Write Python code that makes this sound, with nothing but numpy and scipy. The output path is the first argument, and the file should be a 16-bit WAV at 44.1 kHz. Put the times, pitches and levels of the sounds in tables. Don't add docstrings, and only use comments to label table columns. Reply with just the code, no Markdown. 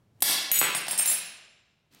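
import sys
import numpy as np
from scipy import signal
from scipy.fft import rfft, irfft
from scipy.io import wavfile
from scipy.ndimage import uniform_filter1d

SR = 44100
rng = np.random.default_rng(int(sys.argv[2]) if len(sys.argv) > 2 else 0)


def waveform_to_disk(signal):
    frames = np.transpose(np.atleast_2d(signal))
    scaled = np.clip(frames, -1, 1) * 32767
    samples = np.round(scaled).astype(np.int16)
    wavfile.write(sys.argv[1], SR, samples)


N = 88200


def from_db(db):
    return 10 ** (np.asarray(db) / 20)


def seconds(size):
    return np.arange(size) / SR


def decay(t60_s, size):
    return from_db(-60 * seconds(size) / t60_s)


def per_bin(hz, values, size):
    return np.interp(np.log(np.arange(size // 2 + 1) * SR / size + 1), np.log(hz), values)


def add(out, start_s, sound):
    start = int(start_s * SR)
    out[start:start + len(sound)] += sound[:N - start]


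def contour(points):
    return from_db(np.interp(seconds(N), *np.transpose(points), left=-np.inf, right=-np.inf))


def noise(spectrum):
    white = rfft(rng.standard_normal(N))
    return irfft(white * from_db(per_bin(*np.transpose(spectrum), N)), N)


def dying_noise(bands, size, swell=1):
    white, out = rfft(rng.standard_normal(size)), 0
    centres_hz = np.transpose(bands)[0]
    for share, (_, level_db, t60_s) in zip(np.eye(len(bands)), bands):
        envelope = decay(t60_s, size) * swell
        band = irfft(white * per_bin(centres_hz, share, size), size)
        out = out + from_db(level_db) * band * envelope / np.linalg.norm(envelope)
    return out


# frequency_hz, density_db
AIR_SPECTRUM = [(20, -88.5), (33, -72.5), (46, -51), (70, -58.5), (125, -49), (220, -59), (500, -64.5),
                (1500, -72), (5000, -79.5), (15000, -92.5)]
def air():
    return noise(AIR_SPECTRUM)


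# time_s, level_db
RUSTLE_LEVELS = [(0, -48.5), (.08, -51.5), (.145, -50), (.17, -45), (.3, -31.5), (.36, -78.5)]
# frequency_hz, density_db
RUSTLE_SPECTRUM = [(30, -32.5), (95, 7), (180, 2.5), (330, -7), (600, -14), (2000, -27), (15000, -37)]
def rustle():
    return noise(RUSTLE_SPECTRUM) * contour(RUSTLE_LEVELS)


BEND_DELAY_S, BEND_HZ = 0.001276, 1007
BOARD_T60_S, BOARD_RATTLE_DB, BOARD_LOW_HZ = 0.07, -7, 106
def board(spectrum):
    size = 8192
    hz = np.arange(size // 2 + 1) * SR / size
    phase = 4 * np.pi * BEND_DELAY_S * np.sqrt(hz * BEND_HZ)
    magnitude = from_db(per_bin(*np.transpose(spectrum), size))
    wave = irfft(magnitude * np.exp(-1j * phase))[:size // 2]
    rattle = rng.standard_normal(size) * decay(BOARD_T60_S, size)
    rattle *= from_db(BOARD_RATTLE_DB) / np.linalg.norm(rattle)
    rattle[0] += 1
    low_cut = signal.butter(2, BOARD_LOW_HZ, "high", fs=SR, output="sos")
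    return signal.sosfilt(low_cut, signal.fftconvolve(wave, rattle))


# frequency_hz, density_db
KNOCK_SPECTRUM = [(40, -28.5), (90, -15.5), (170, 6.5), (310, 2.5), (450, -7), (650, 11), (1100, 4),
                  (2500, -4.5), (5000, 2.5), (12000, -27)]
def impacts(hits, bands):
    out = np.zeros(N)
    for start_s, _, burst_db, knock_db, *_ in hits:
        add(out, start_s, from_db(burst_db) * dying_noise(bands, size=2048))
        add(out, start_s, from_db(knock_db) * board(KNOCK_SPECTRUM))
    return out


# start_s, ring_db, burst_db, knock_db
BAR_HITS = [(0.2052, -50.5, -24, -43), (.222, -15, 10, 3.5), (0.2248, -17, 13, 7), (0.2283, -13, 12, 0.5)]
# frequency_hz, density_db, t60_s
CRACK_BANDS = [(430, -33, 0.024), (900, -20, 0.0048), (2080, -7, 0.015), (2880, -2, 0.036),
               (5520, -2.5, .012), (8000, 3, 0.042), (12000, 8, 0.048), (16000, -6.5, 0.042)]
def fracture():
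    return impacts(BAR_HITS, CRACK_BANDS)


CONTACT_S = 0.00017
SPIN_HZ, SPIN_DEPTH = 30, .6
def ring(modes, spread_db=2.0):
    t, out = seconds(SR // 2), 0
    turns = SPIN_HZ * rng.uniform(.6, 1.2) * t
    for pitch_hz, level_db, t60_s in modes:
        shimmer = 1 + SPIN_DEPTH * np.sin(2 * np.pi * (turns + rng.random()))
        gain = from_db(level_db + spread_db * rng.standard_normal())
        tone = np.sin(2 * np.pi * (pitch_hz * t + rng.random()))
        out = out + gain * shimmer * decay(t60_s, len(t)) * tone
    onset = 1 - np.exp(-(t / CONTACT_S) ** 2)
    return out * onset


# pitch_hz, level_db, t60_s
BAR_MODES = [(3085, -15, .05), (3967, -18, .05), (4945, -21, .12), (8080, -8, .05), (8926, -6, .05),
             (9450, -5, .05), (11060, -4, .06), (11850, 0, .08), (13950, -1, .07)]
def bar_ring():
    out = np.zeros(N)
    for start_s, ring_db, _, _ in BAR_HITS:
        add(out, start_s, from_db(ring_db) * ring(BAR_MODES))
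    return out


# frequency_hz, gain_db, t60_s
ROOM_BANDS = [(50, -9.5, 1.0), (160, 0.5, 0.73), (400, 0.5, 1.15), (800, -3.5, 1), (1500, 3.5, 1.0),
              (2520, 6.5, 0.99), (3200, 5.5, 1.0), (5050, 4.5, 0.81), (8070, -1.5, 0.57), (11600, -3, 0.37),
              (16000, -2.5, .38)]
ROOM_GAP_S, ROOM_BUILD_S = 0.0044, 0.0052
def room(sound):
    swell = 1 - np.exp(-np.maximum(seconds(N) - ROOM_GAP_S, 0) / ROOM_BUILD_S)
    return signal.fftconvolve(sound, dying_noise(ROOM_BANDS, N, swell))[:N]


# start_s, level_db
THUMP_HITS = [(.337, -12.5), (0.385, -13.5), (.614, 7.5), (0.6199, 0), (.628, 2.5)]
# frequency_hz, density_db
THUMP_SPECTRUM = [(40, -23), (80, -11), (150, 3.5), (400, 5), (800, 8), (1500, 6.5), (2400, 7.5), (3500, 2),
                  (5500, -10.5), (12000, -24.5)]
def thumps():
    out = np.zeros(N)
    for start_s, level_db in THUMP_HITS:
        add(out, start_s, from_db(level_db) * board(THUMP_SPECTRUM))
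    return out


# start_s, ring_db, burst_db, knock_db, flatness (0 on edge, 1 on face)
FIRST_SHARD_HITS = [(.5157, -14, 7.5, -4.5, 0.35), (.541, -25.5, -3.5, -30, 0.53),
                    (.556, -25, -9.5, -36.5, 0.66), (.589, -17, -7, -36.5, 0.86),
                    (.595, -23.5, -8, -29.5, 0.67), (.629, -29, -12, -33, 1)]
SECOND_SHARD_HITS = [(.749, -26, -8.5, -5, 0.27), (.8685, -71, -15, -10.5, 0), (.8825, -30.5, -8.5, -6, 0),
                     (0.91, -31, -7, -14.5, 0.97), (.931, -42, -19, -7.5, 0),
                     (0.977, -24.5, -7.5, -25.5, 0.22), (0.9879, -20, -7.5, -16, 0),
                     (0.9968, -35, 2, -8, 0.71), (1.058, -23.5, -1, -15.5, 0.77), (1.076, -22, -4, -15, 1),
                     (1.0989, -23, -8, -9.5, 0.82), (1.117, -26, -6, -15.5, 0.82)]
# frequency_hz, density_db, t60_s
TAP_BANDS = [(100, -38.5, .015), (400, -18.5, 0.045), (1408, -7.5, 0.011), (3200, 2, 0.0072),
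             (5500, -1, 0.0057), (9200, 1, 0.014), (16000, -9.5, 0.019)]
def shard_taps():
    return impacts(FIRST_SHARD_HITS + SECOND_SHARD_HITS, TAP_BANDS)


# pitch_hz, edge_db, face_db, t60_s
FIRST_SHARD_MODES = [(6654, -15, -12, .2), (6907, -10, -7, .21), (8030, -14, -1, .2), (8899, -21, -17, .17),
                     (9380, -21, -6, .2), (10310, -14, -7, .17), (10619, -14, -11, .17),
                     (11510, -3, -7, .12), (11842, -2, -5, .17), (12014, -3, -5, .17), (13710, -8, -6, .16),
                     (14470, -12, -9, .12), (15730, -12, -12, .15)]
SECOND_SHARD_MODES = [(5281, -13, -21, .17), (7320, -17, -6, .26), (8554, -1, -5, .25), (8590, -7, -7, .2),
                      (9485, -7, -9, .18), (10061, -10, 0, .23), (11023, -1, -3, .19), (11915, -13, -9, .2),
                      (12540, -18, -13, .18), (12968, -11, -14, .18), (14018, -17, -7, .22),
                      (15020, -19, -14, .17), (15590, -15, -10, .18)]
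def shard_clinks():
    out = np.zeros(N)
    for hits, modes in ((FIRST_SHARD_HITS, FIRST_SHARD_MODES), (SECOND_SHARD_HITS, SECOND_SHARD_MODES)):
        for start_s, ring_db, _, _, flatness in hits:
            excited = [(pitch_hz, edge_db + (face_db - edge_db) * flatness, t60_s)
                       for pitch_hz, edge_db, face_db, t60_s in modes]
            add(out, start_s, from_db(ring_db) * ring(excited))
    return out


# time_s, level_db
SCUFF_LEVELS = [(1.89, -101), (1.915, -66.5), (1.939, -60), (2.04, -59)]
# frequency_hz, density_db
SCUFF_SPECTRUM = [(80, -2), (180, 17.5), (500, 3), (1500, 2.5), (4000, 4.5), (8000, -6.5), (15000, -10.5)]
# start_s, level_db
SCUFF_TICKS = [(1.926, -57), (1.937, -51.5), (1.9484, -42.5)]
TICK_T60_S = 0.0057
def scuff():
    out = noise(SCUFF_SPECTRUM) * contour(SCUFF_LEVELS)
    for start_s, level_db in SCUFF_TICKS:
        add(out, start_s, from_db(level_db) * rng.standard_normal(1024) * decay(TICK_T60_S, size=1024))
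    return out


RING_SEND_DB, THUMP_SEND_DB = -7, -2.5
def scene():
    blows = fracture() + shard_taps()
    rings = bar_ring() + shard_clinks()
    thuds = thumps()
    echo = room(blows + from_db(RING_SEND_DB) * rings + from_db(THUMP_SEND_DB) * thuds)
    return (blows + rings + thuds + echo + rustle() + scuff() + air())[None]


LIMIT_DB, LIMIT_RELEASE_DB_PER_S = -17, 160
LIMIT_WINDOW_S, LIMIT_ATTACK_S = 0.0015, 0.0028
CEILING, CUTOFF_HZ = 0.29, 15900
def record(dry):
    power = uniform_filter1d(dry[0] ** 2, int(LIMIT_WINDOW_S * SR))
    over_db = np.maximum(10 * np.log10(np.abs(power) + 1e-12) - LIMIT_DB, 0)
    recovery_db = LIMIT_RELEASE_DB_PER_S * seconds(N)
    target_db = recovery_db - np.maximum.accumulate(over_db + recovery_db)
    lag = np.exp(-1 / (LIMIT_ATTACK_S * SR))
    gain_db = signal.lfilter([1 - lag], [1, -lag], target_db)
    rounded = CEILING * np.tanh(dry * from_db(gain_db) / CEILING)
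    high_cut = signal.ellip(12, .1, 80, CUTOFF_HZ, fs=SR, output="sos")
    return signal.sosfilt(high_cut, rounded)


dry = scene()
out = record(dry)
waveform_to_disk(out)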